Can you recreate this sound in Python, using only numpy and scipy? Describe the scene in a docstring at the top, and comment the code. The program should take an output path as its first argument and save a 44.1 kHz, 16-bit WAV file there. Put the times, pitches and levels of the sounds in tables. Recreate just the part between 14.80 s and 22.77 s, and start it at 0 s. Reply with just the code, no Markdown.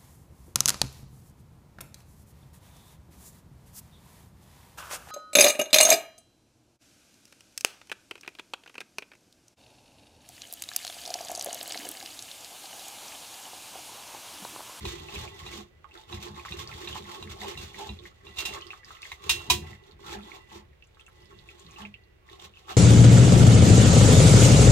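"""A wire whisk stirs cooked food through a steel mesh sieve resting on a steel bowl in a kitchen.
From the start, over a steady hush, noise strokes rasp and squelch, steel sings, bowl and stove boom.
Modal knocks of sieve on rim, resonant pulp pops and wire ticks break in; three gliding squelches
follow from 2.6 s. Two hard knocks come near 4.5 and 4.7 s, then the strokes grow sparser.
Two spaced microphone ports stand close by; sparse echoes make the room."""
import sys
import numpy as np
from scipy import signal
from scipy.io import wavfile

SR = 44100
rng = np.random.default_rng(int(sys.argv[2]) if len(sys.argv) > 2 else 0)


def materialize(psi):
    """Save the field psi as 16-bit PCM at rate SR to the path in sys.argv[1].

    A 1-D psi becomes a single channel; in a 2-D psi each row is a channel.
    """
    bounded = np.clip(np.atleast_2d(psi).T, -1, 1)
    quanta = np.round(bounded * 32767).astype(np.int16)
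    wavfile.write(sys.argv[1], SR, quanta)


N = 351378
T = np.arange(N) / SR
STEPS = T[::64]  # times at which slow gains are computed

# All table levels are relative.
# kitchen hush spectrum: [freq_hz, density_db_per_hz]
HUSH_SPECTRUM = [(15, -25), (28, -4.5), (42, -3), (70, 3), (256, -23.5), (373, -10.5), (677, -21),
                 (1100, -24.5), (2200, -22.5), (4000, -32), (9000, -44), (16000, -42.5)]
# whisk strokes over the mesh: [middle_s, base_length_s, rasp_db, wet_pulp_db, pulp_hollow_hz]
STROKES = [(0.109, 0.23, -52.5, -69, 1030), (0.315, 0.15, -54, -69, 1070), (0.412, 0.24, -53, -59, 890),
           (0.593, 0.072, -57.5, -74, 1000), (0.674, 0.087, -56, -59, 1310),
           (0.757, 0.16, -52, -71, 1110.0), (1.184, 0.18, -65.5, -60, 840),
           (1.335, 0.12, -54.5, -54.5, 1050), (1.443, 0.11, -52, -55, 990), (1.591, 0.15, -59.5, -56, 1040),
           (1.694, 0.19, -56.5, -71, 1100), (1.807, 0.1, -50, -53, 1090), (1.925, 0.22, -62, -55, 880.0),
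           (2.029, 0.41, -56, -55, 1110), (2.156, 0.12, -50.5, -59, 1030), (2.318, 0.25, -56.5, -53, 1010),
           (2.514, 0.07, -55.5, -60, 1180), (2.634, 0.096, -50.5, -50, 950), (2.701, 0.12, -54, -51.5, 950),
           (2.825, 0.22, -55.5, -60.5, 1080), (2.996, 0.13, -50.5, -55.5, 860),
           (3.065, 0.13, -58.5, -53, 830), (3.263, 0.096, -63, -64.5, 1200),
           (3.479, 0.12, -67, -59.5, 1100), (3.604, 0.11, -49, -75, 950), (3.749, 0.1, -52.5, -52.5, 1130),
           (3.929, 0.18, -64.5, -64, 1170), (4.123, 0.22, -61.5, -60.5, 1240.0),
           (4.281, 0.19, -57, -70.5, 1230), (4.455, 0.11, -55.5, -51.5, 1070.0),
           (4.618, 0.035, -58, -84, 980), (4.898, 0.17, -65.5, -58, 970), (5.085, 0.15, -71.5, -66, 920),
           (5.245, 0.14, -62.5, -71, 1030.0), (5.314, 0.14, -51, -46, 865), (5.555, 0.049, -59, -53, 1000),
           (5.751, 0.14, -60, -57.0, 957), (6.201, 0.056, -73, -69, 930),
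           (6.385, 0.29, -76.5, -72.5, 920.0), (6.512, 0.041, -69.5, -60.5, 1100.0),
           (6.707, 0.078, -66, -86, 770), (6.825, 0.089, -74, -82, 1110), (6.999, 0.085, -61.5, -53, 1100),
           (7.525, 0.15, -67.5, -61.5, 1100), (7.634, 0.11, -58.5, -59, 1060),
           (7.796, 0.088, -66.5, -83, 1220), (7.907, 0.078, -51, -44.5, 1140)]
# whisk resting on the mesh between strokes: [time_s, rasp_db]
RESTING = [(0.0, -59.5), (0.8, -61.5), (0.92, -88), (1.25, -76), (1.4, -67), (2.2, -63.5), (3.05, -60.5),
           (3.38, -78.5), (3.7, -55.5), (4.2, -96), (4.4, -77), (4.55, -54), (5.0, -77.5), (5.18, -100),
           (5.45, -60.5), (5.9, -89), (6.4, -75.5), (7.0, -66), (7.12, -79.5), (7.45, -97), (7.97, -64)]
# rasp on the mesh: [freq_hz, density_db_per_hz]
MESH_SPECTRUM = [(290, -26), (500, -1), (678, -11.5), (1060, -1), (1180, -2.5), (1690, -6.5), (3750, 1.5),
                 (4600, -4.5), (7210, -7), (9920, -20), (14000, -14), (16000, -25)]
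# sieve and rim modes: [freq_hz, hook_strike_db, rim_strike_db, base_t60_s]
STEEL_MODES = [(728, -18, -9, .19), (922, -12, -9, .13), (991, -22, 1, .18), (1102, -20, -11, .18),
               (1240, -5, -4, .03), (1876, -16, -22, .14), (1990, -22, -20, .25), (2455, -12, -4, .2),
               (2484, -5, -12, .15), (2748, 1, -12, .38), (2832, -9, -12, .12), (3130, -12, -13, .12),
               (3420, -12, -11, .1), (3500, -1, -4, .035), (3550, -7, -11, .16), (3621, -5, -14, .2),
               (3672, -8, -4, .16), (3780, -2, -4, .2), (3933, -10, -1, .16), (3988, -5, -12, .28),
               (4525, -16, -11, .15), (5066, -10, -14, .2), (5775, -13, -11, .13), (5975, -8, -13, .13),
               (6205, -10, -11, .09), (6800, -16, -13, .13), (6968, -7, -18, .17), (7531, -11, -15, .11),
               (7760, -11, -15, .11), (8515, -11, -11, .07)]
# steel on steel: [freq_hz, density_db_per_hz]
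CRACK_SPECTRUM = [(400, -38), (1000, -22), (1600, -18), (3300, -6), (4800, -10), (7000, -10), (10500, -19),
                  (13000, -18), (16000, -22)]
# lines of the faintly singing steel: [freq_hz, width_hz, level_db]
SINGING_LINES = [(1975, 70, -2), (2745, 36, -9)]
# level of the singing: [time_s, level_db]
SINGING_LEVEL = [(0, -60), (.75, -63), (.9, -79), (1.4, -72), (2.9, -71), (3.15, -83), (3.4, -69),
                 (3.6, -64), (4.3, -67.5), (4.95, -63), (5.15, -74), (5.6, -64.5), (6.1, -91.5),
                 (6.32, -72), (6.72, -67.5), (6.85, -82), (7.1, -70.5), (7.5, -78.5), (7.97, -79)]
# modes of the air in the bowl: [freq_hz, base_width_hz, level_db]
BOWL_MODES = [(356, 16, 2.5), (380.6, 36.7, 5.5), (385, 24, -5)]
# modes of the stove top: [freq_hz, base_width_hz, level_db]
STOVE_MODES = [(62.5, 12.3, -5.5), (77, 24.7, 3), (106.8, 10.2, -1.5), (140.9, 13, -1.5)]
# mode of the pot under the bowl: [freq_hz, base_width_hz, level_db]
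POT_MODES = [(204.9, 11.3, 0.023)]
# pushes on the sagging mesh that boom in the bowl: [time_s, level_db]
PUSHES = [(0.072, -41.5), (0.143, -45.5), (0.216, -49), (0.361, -44.5), (0.455, -47.5), (0.51, -54),
          (0.676, -49.5), (0.744, -48), (0.791, -44), (1.162, -56), (1.342, -42.5), (1.477, -44.5),
          (1.585, -48.5), (1.747, -46.5), (1.829, -46.5), (1.98, -49), (2.037, -42.5), (2.12, -47.5),
          (2.202, -44.5), (2.297, -49.5), (2.393, -46.5), (2.47, -52), (2.545, -53), (2.687, -40.5),
          (2.833, -48.5), (2.944, -59), (3.016, -47), (3.106, -41.5), (3.222, -50.5), (3.474, -51.5),
          (3.623, -47), (3.715, -46), (3.79, -49), (3.884, -51.5), (4.103, -58), (4.32, -62), (4.471, -43),
          (4.556, -48), (4.637, -60.5), (4.729, -37.5), (4.805, -40.5), (4.91, -53.5), (5.027, -61.5),
          (5.104, -57.5), (5.218, -53.5), (5.292, -42.5), (5.349, -43.5), (5.478, -50.5), (5.537, -56),
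          (5.77, -49), (6.413, -58.5), (6.527, -59), (6.717, -62), (6.75, -65), (7.029, -51), (7.53, -54.5),
          (7.639, -56.5), (7.916, -48)]
# bowl rocking on the stove top: [time_s, stove_db, pot_db]
ROCKS = [(0.049, -42.5, -52), (0.215, -50, -65), (0.365, -42.5, -53), (0.645, -47.5, -58.5),
         (0.767, -89, -46.5), (1.353, -45, -50.5), (1.51, -48, -53.5), (1.736, -43, -54),
         (1.94, -51.5, -60.5), (2.105, -47, -53.5), (2.221, -53.5, -53), (2.443, -44.5, -50.5),
         (2.597, -55, -51.5), (2.791, -42.5, -59), (2.932, -71, -58), (3.11, -45.5, -50), (3.478, -56, -65),
         (3.68, -49.5, -57.5), (4.08, -73, -73), (4.463, -50, -75), (4.54, -47, -60.5), (4.726, -38, -46),
         (4.921, -85.5, -60.5), (5.151, -53, -72), (5.281, -49, -61), (5.365, -55.5, -45.5),
         (5.663, -65.5, -78), (5.755, -53, -59.5), (6.24, -82.5, -88.5), (6.434, -57.5, -67),
         (6.559, -54, -65), (6.873, -52.5, -61.5), (7.026, -57.5, -52.5), (7.511, -66, -76),
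         (7.643, -56, -64.5), (7.94, -55, -56.5)]
# sieve against rim: [start_s, level_db, treble_db, bass_db, rise_s (at least 0.0002),
# ring_factor (at least 0.5), place (0 hook, 1 rim)]
KNOCKS = [(0.053, -24.5, -32.5, -29.5, 0.00017, 0.44, 0.82), (0.3424, -33, -39, -43, 0.0019, 0.41, 0.98),
          (0.663, -32, -47, -49, 0.001, 0.45, 0.59), (1.3263, -27.5, -63, -33.5, 0.00058, 0.43, 0.71),
          (1.722, -24.5, -54, -52, 0.0002, 0.42, 0.34), (2.074, -27, -52, -50, 0.00057, 0.43, 0.46),
          (2.4256, -30, -45, -43, 0.0002, 0.4, 0.58), (2.7738, -28.5, -42, -49, 0.00082, 0.69, 0.24),
          (3.0905, -29.5, -55, -34, 0.00046, 0.42, 0.7), (3.467, -37.5, -73, -62, 0.00091, 0.44, 0.29),
          (3.5696, -32, -46, -41.5, 0.0021, 0.89, 0.19), (3.584, -22.5, -26, -52, 0.0018, 0.92, 0.05),
          (3.652, -22.5, -26, -63, 0.0016, 0.93, 0.057), (4.3168, -29.5, -42.5, -49, 0.00017, 0.43, 1),
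          (4.4933, -10.5, -13.5, -38, 0.00096, 1, 0.07), (4.6991, -8.5, -10.5, -28.5, 0.0018, 1, 1),
          (7.895, -36, -57.5, -48, 0.0018, 0.62, 0.39)]
# pops of pulp: [start_s, level_db, pitch_hz, left_right_db]
POPS = [(0.185, -41.5, 2680, -4), (0.286, -37, 2670, 8), (0.3586, -31.5, 2500, 5), (0.477, -37.5, 2440, 2),
        (0.599, -48, 2110, -3), (0.7244, -39.5, 2140, 2), (1.0438, -42.5, 1190, -7), (1.1114, -48, 2700, 5),
        (1.651, -32, 1180, 2), (1.6841, -38, 2030, 6), (2.128, -32, 3100, 5), (2.156, -32.5, 1010, -4),
        (2.474, -41, 1900, 5), (2.9443, -38.5, 2000, 1), (3.189, -42, 3620, -1), (3.254, -40.5, 1980, 2),
        (3.625, -39, 1290, -6), (3.8207, -37.5, 3050, 0), (3.905, -32.5, 2590, 3), (3.9326, -36.5, 1170, 1),
        (4.0324, -47.5, 1800, 3), (4.106, -39, 1190, 1), (4.23, -33, 2540, 4), (4.253, -37.5, 1960, 8),
        (4.318, -33.5, 2080, 2), (5.194, -55.5, 1010, -12), (5.517, -39, 2200, -3), (5.7107, -45, 2030, 5),
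        (5.9306, -57, 1980, 1), (6.024, -46.5, 2630, -1), (6.171, -52, 1330, -2), (6.1955, -49, 2700, 6),
        (6.2098, -52.5, 3270, -9), (6.265, -49.5, 2700, 1), (6.281, -46, 1340, 1), (6.506, -60, 1930, -1),
        (6.6886, -39.5, 2480, 6), (6.961, -43, 2770, 4), (7.0516, -33.5, 2480, 0),
        (7.1407, -38, 2570, -0.5), (7.489, -47, 1950, 7), (7.738, -48, 2760, 7), (7.7574, -52, 3100, 1),
        (7.771, -45, 2700, 8), (7.883, -42, 1230, 5)]
# single wires flicking over a strand: [start_s, level_db, pitch_hz, left_right_db]
TICKS = [(1.1418, -40, 3800, 4), (1.484, -37, 4630, -13), (1.875, -25, 4350, 4), (2.589, -41, 4370, 3),
         (3.812, -33, 4100, 9), (3.868, -35.5, 4670, -15), (4.0464, -35, 5100, -7),
         (4.139, -58, 3940, -1.0), (4.2196, -29.5, 4220, 2), (4.2613, -40, 4100, 5), (5.08, -49, 3700, -7),
         (5.112, -42.5, 4140, -7), (5.431, -52, 3860, -3.0), (5.6094, -53, 3950, 5), (6.0415, -50, 5530, 4),
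         (6.0711, -52, 7160, 6), (6.1469, -47, 3870, -1.5), (6.19, -59, 7000, 2), (6.203, -53, 8000, 0),
         (6.2643, -44.5, 6940, 4), (6.286, -47, 11000, 0), (6.328, -56, 11000, 3), (6.413, -57, 11000, 0),
         (6.446, -54, 10000, 0), (6.4203, -48, 4900, 1), (6.457, -47, 4800, -13), (6.589, -45.5, 3900, -21),
         (6.797, -38.5, 7050, 6), (6.8655, -37, 3800, -3), (6.91, -41, 6360, -2),
         (7.2373, -49.5, 4200, -0.5), (7.5985, -38.5, 3680, -10), (7.8047, -58, 3920, 11)]
# air squeezed out of the pulp: [start_s, length_s, level_db, start_hz, middle_hz, end_hz]
SQUELCHES = [(2.607, 0.067, -44, 685, 850, 1130), (2.975, 0.068, -43.5, 940, 830, 830),
             (3.718, .065, -48.5, 940, 1150, 850)]
# decay of the room: [freq_hz, t60_s]
ROOM_DECAY = [(200, 0.33), (1000, 0.11), (4000, 0.1), (12000, 0.067)]
# difference of the ports: [freq_hz, left_right_db]
PORT_BALANCE = [(60, 1), (130, 0.5), (290, -3.5), (640, -1), (1410, -1), (3100, -7.5), (6820, 3.5),
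                (15000, 0)]

HUSH_DB, EDGE_HZ = -60, 15900
STROKE_ENDS_DB = -19.5  # at both ends of a stroke
REST_PULP_DB, REST_BOWL_DB, REST_RING_DB, STROKE_RING_DB = 1.5, 4, 7, -8.5  # against the rasp
PULP_SPAN, RING_SPAN = 1.36, 1  # stroke length factors
GRIT_DB, REST_GRIT_DB = -14.5, 9  # against the rasp
PUSH_RISE_S, PUSH_T60_S = 0.048, 0.11
ROCK_RISE_S, STOVE_T60_S, POT_T60_S, STOVE_IDLE_DB = 0.056, 0.8, 0.34, -75
SOFT_SHARE, SOFT_ABOVE_HZ = .6, 4200  # soft contacts hardly reach the high modes
POP_T60_S, POP_T60_HZ = 0.041, 2500  # t60 at this pitch; in proportion to pitch elsewhere
POP_WIDTH_HZ, TICK_T60_S, TICK_WIDTH = 570, 0.01, 0.43  # tick width: share of pitch
SQUELCH_WIDTH_HZ, SQUELCH_HALF_DB = 120, -6.5
STRUCK_ROOM_DB, RING_ROOM_DB = -4, -9  # room share of sharp contacts; of rim and bowl
RIM_LAG, PULP_LAG, BOWL_LAG = 5, 19, 22  # samples later at the far (right) port


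def amp(db):
    """Converts decibels to an amplitude ratio."""
    return 10 ** (np.asarray(db) / 20)


def evened(x):
    """Scales to an RMS of 1."""
    return x / np.sqrt(np.mean(x ** 2) + 1e-20)


def read(points, hz):
    """Interpolates a table over log frequency."""
    f, value = np.transpose(points)
    return np.interp(np.log(hz + 1), np.log(f + 1), value)


def add(mix, start_s, sound):
    """Adds a sound in place, cut at the end of the mix."""
    part = mix[..., round(start_s * SR):][..., :sound.shape[-1]]
    part += sound[..., :part.shape[-1]]


def colour(x, points):
    """Filters by a spectrum, causally: the phase follows from the log gain."""
    hz = abs(np.fft.fftfreq(4096, 1 / SR))
    log_gain = np.log(amp(np.maximum(read(points, hz), -90)))
    taps = np.fft.ifft(np.exp(np.conj(signal.hilbert(log_gain)))).real[:2048]
    taps = taps.reshape((1,) * (x.ndim - 1) + (-1,))
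    return signal.oaconvolve(x, taps, axes=-1)[..., :x.shape[-1]]


def ring(x, hz, width_hz):
    """One damped resonance of about unit peak gain."""
    r = np.exp(-np.pi * width_hz / SR)
    c = r * np.cos(2 * np.pi * hz / SR)
    return signal.lfilter([2 * (1 - r), -2 * (1 - r) * c], [1, -2 * c, r * r], x)


def glide(x, hz, width_hz):
    """A resonance that follows the curve hz: shift down to zero, smooth, shift back."""
    turn = np.exp(2j * np.pi * np.cumsum(hz) / SR)
    r = np.exp(-np.pi * width_hz / SR)
    return 2 * (turn * signal.lfilter([1 - r], [1, -r], x / turn)).real


def spread(a, b, same):
    """A wide source: left port hears a, right port a share of a and the rest b."""
    return np.array([a, same * a + np.sqrt(1 - same ** 2) * b])


def slips(per_s, spread_db):
    """Wires catching on strands: a train of clicks of uneven size and sign."""
    when, luck, sign = rng.random((int(per_s * N / SR), 3)).T
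    size = amp(spread_db * np.minimum(-np.log(1 - luck), 3)) * np.sign(sign - .5)
    return evened(np.bincount((when * N).astype(int), size, N))


def judder(hz, depth_db):
    """Trembling wire pressure: a gain from low-passed noise."""
    b, a = signal.butter(1, hz / (SR / 2))
    return amp(depth_db * evened(signal.lfilter(b, a, rng.standard_normal(N))))


def resting(rest_db):
    """Power of the resting contact at STEPS."""
    return amp(2 * (np.interp(STEPS, *np.transpose(RESTING)) + rest_db))


def strokes(axis, span, rest_db):
    """Gain over time: strokes swell and fade over the resting contact; powers add."""
    rows = np.array(STROKES)[:, :, None]
    half_s = span * rows[:, 1] / 2
    level_db = rows[:, axis] + STROKE_ENDS_DB * ((STEPS - rows[:, 0]) / half_s) ** 2
    power = resting(rest_db) + amp(2 * level_db).sum(0)
    return np.interp(T, STEPS, np.sqrt(power))


def jolts(rows, axis, rise_s, t60_s, idle):
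    """Gain over time: each jolt rises quickly and dies away, over an idle power."""
    rows = np.array(rows)[:, :, None]
    since = STEPS - rows[:, 0]
    shape_db = np.where(since < 0, -12 * (since / rise_s) ** 2, -60 * since / t60_s)
    power = idle + amp(2 * (rows[:, axis] + shape_db)).sum(0)
    return np.interp(T, STEPS, np.sqrt(power))


def hush():
    """Steady air of the room: coloured noise, alike at both ports only in the bass."""
    a, b = colour(rng.standard_normal((2, N)), HUSH_SPECTRUM)
    low = signal.sosfilt(signal.butter(2, 250, fs=SR, output="sos"), a - b)
    return amp(HUSH_DB) * evened(np.array([a, b + .9 * low]))


def shaking():
    """Gain of the sieve's ringing, which follows the strokes."""
    return amp(STROKE_RING_DB) * strokes(axis=2, span=RING_SPAN, rest_db=REST_RING_DB)


def mesh_rasp():
    """Wires slip over strands: juddering click trains in the colour of the mesh."""
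    rub = spread(slips(2400, 4.), slips(2400, 4.), .5) * judder(35, 3.5)
    rasp = colour(rub, MESH_SPECTRUM)
    # level is set by the part above 5 kHz
    top = signal.sosfilt(signal.butter(4, 5000, "high", fs=SR, output="sos"), rasp)
    return rasp / np.std(top) * strokes(axis=2, span=0.93, rest_db=-4.5)


def dragged_steel():
    """Slipping wires excite the middle modes of the sieve."""
    drag = slips(700, 4.) * judder(30, 3.)
    steel = sum(amp(0.33 * db) * ring(drag, hz, 4.6 / t60_s)
                for hz, db, _, t60_s in STEEL_MODES if 1600 < hz < 5000)
    return shaking() * evened(steel)


def wet_pulp():
    """Pulp squelches: slips ring gliding hollows, and tiny cavities burst at nine pitches."""
    hollow_hz = np.interp(T, *np.array(STROKES)[:, ::4].T)
    pulp = slips(500, 6.3) * judder(25, 4.5)
    pulp = glide(glide(pulp, hollow_hz, 160), hollow_hz, 450)
    # deeper, duller part
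    slosh = slips(800, 7.6) * judder(25, 8.4)
    slosh = glide(glide(slosh, 0.86 * hollow_hz, 430), 0.58 * hollow_hz, 590)
    fizz = sum(ring(slips(20, 6.4), hz, 0.073 * hz) / np.sqrt(hz)
               for hz in np.geomspace(750, 3600, num=9))
    blend = amp(-1.5) * evened(pulp) + amp(-1) * evened(fizz) + amp(-10.5) * evened(slosh)
    wet = strokes(axis=3, span=PULP_SPAN, rest_db=REST_PULP_DB) * blend
    return np.array([wet, wet])


def singing():
    """Shaken steel sings in thin lines of narrow-band noise that come and go."""
    level = amp(np.interp(T, *np.transpose(SINGING_LEVEL))) * judder(5, 2.)
    lines = 0
    for hz, width_hz, db in SINGING_LINES:
        noise = rng.standard_normal(N)
        lines = lines + amp(db) * evened(ring(ring(noise, hz, width_hz), hz, width_hz))
    return level * lines


def grit():
    """Now and then a wire snaps sharply off a strand: sparse clicks, partly shared by the ports."""
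    snaps = colour(spread(slips(90, 5.), slips(90, 5.), .6), CRACK_SPECTRUM)
    return amp(GRIT_DB) * strokes(axis=2, span=0.59, rest_db=REST_GRIT_DB) * evened(snaps)


def boom_body(per_s, push, modes):
    """Pushed slips ring a body's modes, scaled by its response to white noise."""
    force = np.array([slips(per_s, 2.5) * push, rng.standard_normal(N)])
    pushed, reference = sum(amp(db) * ring(ring(force, hz, 1.06 * w), hz, 5.2 * w)
                            for hz, w, db in modes)
    return pushed / np.std(reference)


def boom():
    """Soft pushes ring the bowl's air; rocking shakes stove and pot: (bowl, stove, pot)."""
    bowl_push = jolts(PUSHES, 1, PUSH_RISE_S, PUSH_T60_S, idle=resting(REST_BOWL_DB))
    stove_push = jolts(ROCKS, 1, ROCK_RISE_S, STOVE_T60_S, idle=amp(2 * STOVE_IDLE_DB))
    pot_push = jolts(ROCKS, 2, ROCK_RISE_S, POT_T60_S, idle=0)
    return (boom_body(300, bowl_push, BOWL_MODES),
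            boom_body(160, stove_push, STOVE_MODES),
            boom_body(160, pot_push, POT_MODES))


def knock(level_db, treble_db, bass_db, rise_s, ring_factor, place):
    """A contact rings the steel, cracks in the treble and thumps stove, pot and bowl: (steel, thump)."""
    t = np.arange(SR // 3) / SR
    ring_factor = max(ring_factor, .5)
    hz, hook_db, rim_db, t60_s = np.transpose(STEEL_MODES)[:, :, None]
    phase, luck, turn = rng.random((3, len(STEEL_MODES), 1))
    mode_db = (1 - place) * hook_db + place * rim_db + 2 * luck
    mode_db = mode_db + SOFT_SHARE * (treble_db - level_db) * (hz > SOFT_ABOVE_HZ)
    # fast drop while the parts still press together, then free ringing
    t60_s = ring_factor * t60_s
    fading = amp(-60 * t / (.25 * t60_s)) + .7 * amp(-60 * t / t60_s)
    start = 1 - np.exp(-t / max(rise_s, 2e-4))
    # modes radiate from different parts of the rim: phases differ between ports
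    rung = np.array([(amp(mode_db) * fading * np.sin(2 * np.pi * (hz * t + phase + p))).sum(0)
                     for p in (0, -.33 * turn)])
    rung = start * rung
    hiss = spread(*rng.standard_normal((2, len(t))), 0.029) * start
    crack = colour(hiss * (amp(-60 * t / 0.13) + 0.33 * amp(-60 * t / 0.24)), CRACK_SPECTRUM)
    jolt = (t - .004) / 0.001
    shove = np.exp(-((t - .012) / 0.0018) ** 2 / 2) - 0.25 * jolt * np.exp(-jolt ** 2)
    thump = sum(amp(db) * ring(shove, f, 0.94 * w)
                for f, w, db in STOVE_MODES + POT_MODES + BOWL_MODES)
    steel = amp(level_db) * rung / abs(rung).max()
    steel = steel + amp(treble_db + 2) * crack / abs(crack).max()
    return steel, amp(bass_db) * thump / abs(thump).max()


def pop(level_db, hz, t60_s, width_hz, left_right_db):
    """A sharp click rings a cavity for a few cycles; a weaker one follows, over a faint rough tone."""
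    t = np.arange(SR // 5) / SR
    second = .3 * (t > .007) * np.exp(-abs(t - .007) / .001)
    click = (t == 0) + .5 * rng.standard_normal(len(t)) * (np.exp(-t / .0004) + second)
    snap = ring(ring(click, hz, .5 * width_hz), hz, 1.8 * width_hz)
    tone = ring(ring(rng.standard_normal(len(t)), hz, .12 * hz), hz, .3 * hz)
    tone = tone * (1 - np.exp(-t / .002)) * amp(-60 * t / t60_s)
    both = snap / abs(snap).max() + .35 * tone / abs(tone).max()
    pan = amp([[left_right_db / 2], [-left_right_db / 2]])
    return amp(level_db + 2.5) * both / abs(both).max() * pan


def squelch(length_s, level_db, *pitches_hz):
    """A wet flap flutters: a rough tone that glides, with a weaker one an octave below."""
    u = np.arange(round(length_s * SR)) / (length_s * SR)
    curve_hz = np.polyval(np.polyfit([0, .5, 1], pitches_hz, 2), u)
    noise = rng.standard_normal((2, len(u)))
    tone = 0
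    for x, ratio, db in zip(noise, (1, .5), (0, SQUELCH_HALF_DB)):
        narrow = glide(x, ratio * curve_hz, SQUELCH_WIDTH_HZ)
        tone = tone + amp(db) * evened(glide(narrow, ratio * curve_hz, 2 * SQUELCH_WIDTH_HZ))
    return amp(level_db) * np.sin(np.pi * u) * tone


def kitchen(x):
    """Sparse echoes of random sign, other ones for each port, each band dying at its own speed."""
    taps = np.zeros((2, SR // 2))
    at = np.arange(40, SR // 2 - 20, 20) + rng.integers(0, 20, (2, (SR // 2 - 41) // 20))
    np.put_along_axis(taps, at, rng.choice([-1., 1.], at.shape), 1)
    hz, t, bands = signal.stft(taps, SR, nperseg=256)
    decay = amp(-60 * t / read(ROOM_DECAY, hz)[:, None])
    tail = signal.istft(bands * decay, SR, nperseg=256)[1]
    return signal.fftconvolve(x, tail / np.linalg.norm(tail[0]), axes=1)[:, :N]


def scene():
    """Sums direct sound with port lags, room echoes, booms, thumps and hush."""
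    steel = mesh_rasp() + dragged_steel() + singing() + grit()
    wet = wet_pulp()
    bowl, stove, pot = boom()
    thumps, clacks, struck = np.zeros(N), np.zeros((2, N)), np.zeros((2, N))
    for start_s, *row in KNOCKS:
        clack, thump = knock(*row)
        add(clacks, start_s, clack)
        add(thumps, start_s, thump)
    for start_s, db, hz, pan_db in POPS:
        add(struck, start_s, pop(db, hz, POP_T60_S * hz / POP_T60_HZ, POP_WIDTH_HZ, pan_db))
    for start_s, db, hz, pan_db in TICKS:
        add(struck, start_s, pop(db - 6.5, hz, TICK_T60_S, TICK_WIDTH * hz, pan_db))
    for start_s, *row in SQUELCHES:
        add(struck, start_s, squelch(*row))
    clacks = clacks + amp(-0.5) * np.array([bowl, np.roll(bowl, BOWL_LAG)])
    near = steel + struck
    far_port = np.roll(near[1], RIM_LAG) + np.roll(wet[1], PULP_LAG)
    direct = np.array([near[0] + wet[0], far_port]) + clacks
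    # high-pass: the booms and thumps have little below about 54 Hz
    bass = amp(1.0) * (stove + pot) + thumps
    bass = signal.sosfilt(signal.butter(4, 54, "high", fs=SR, output="sos"), bass)
    to_room = steel + wet + amp(STRUCK_ROOM_DB) * struck + amp(RING_ROOM_DB) * clacks
    return amp(0.44) * direct + amp(0.5) * kitchen(to_room) + bass + hush()


def record(dry):
    """The ports differ in colour; then a low-pass sets the band limit."""
    left = colour(dry[0], [(hz, db / 2) for hz, db in PORT_BALANCE])
    right = colour(dry[1], [(hz, -db / 2) for hz, db in PORT_BALANCE])
    taps = signal.firwin(511, EDGE_HZ, window=("kaiser", 9), fs=SR)
    return signal.oaconvolve(np.array([left, right]), taps[None], "same")


dry = scene()
out = record(dry)
materialize(out)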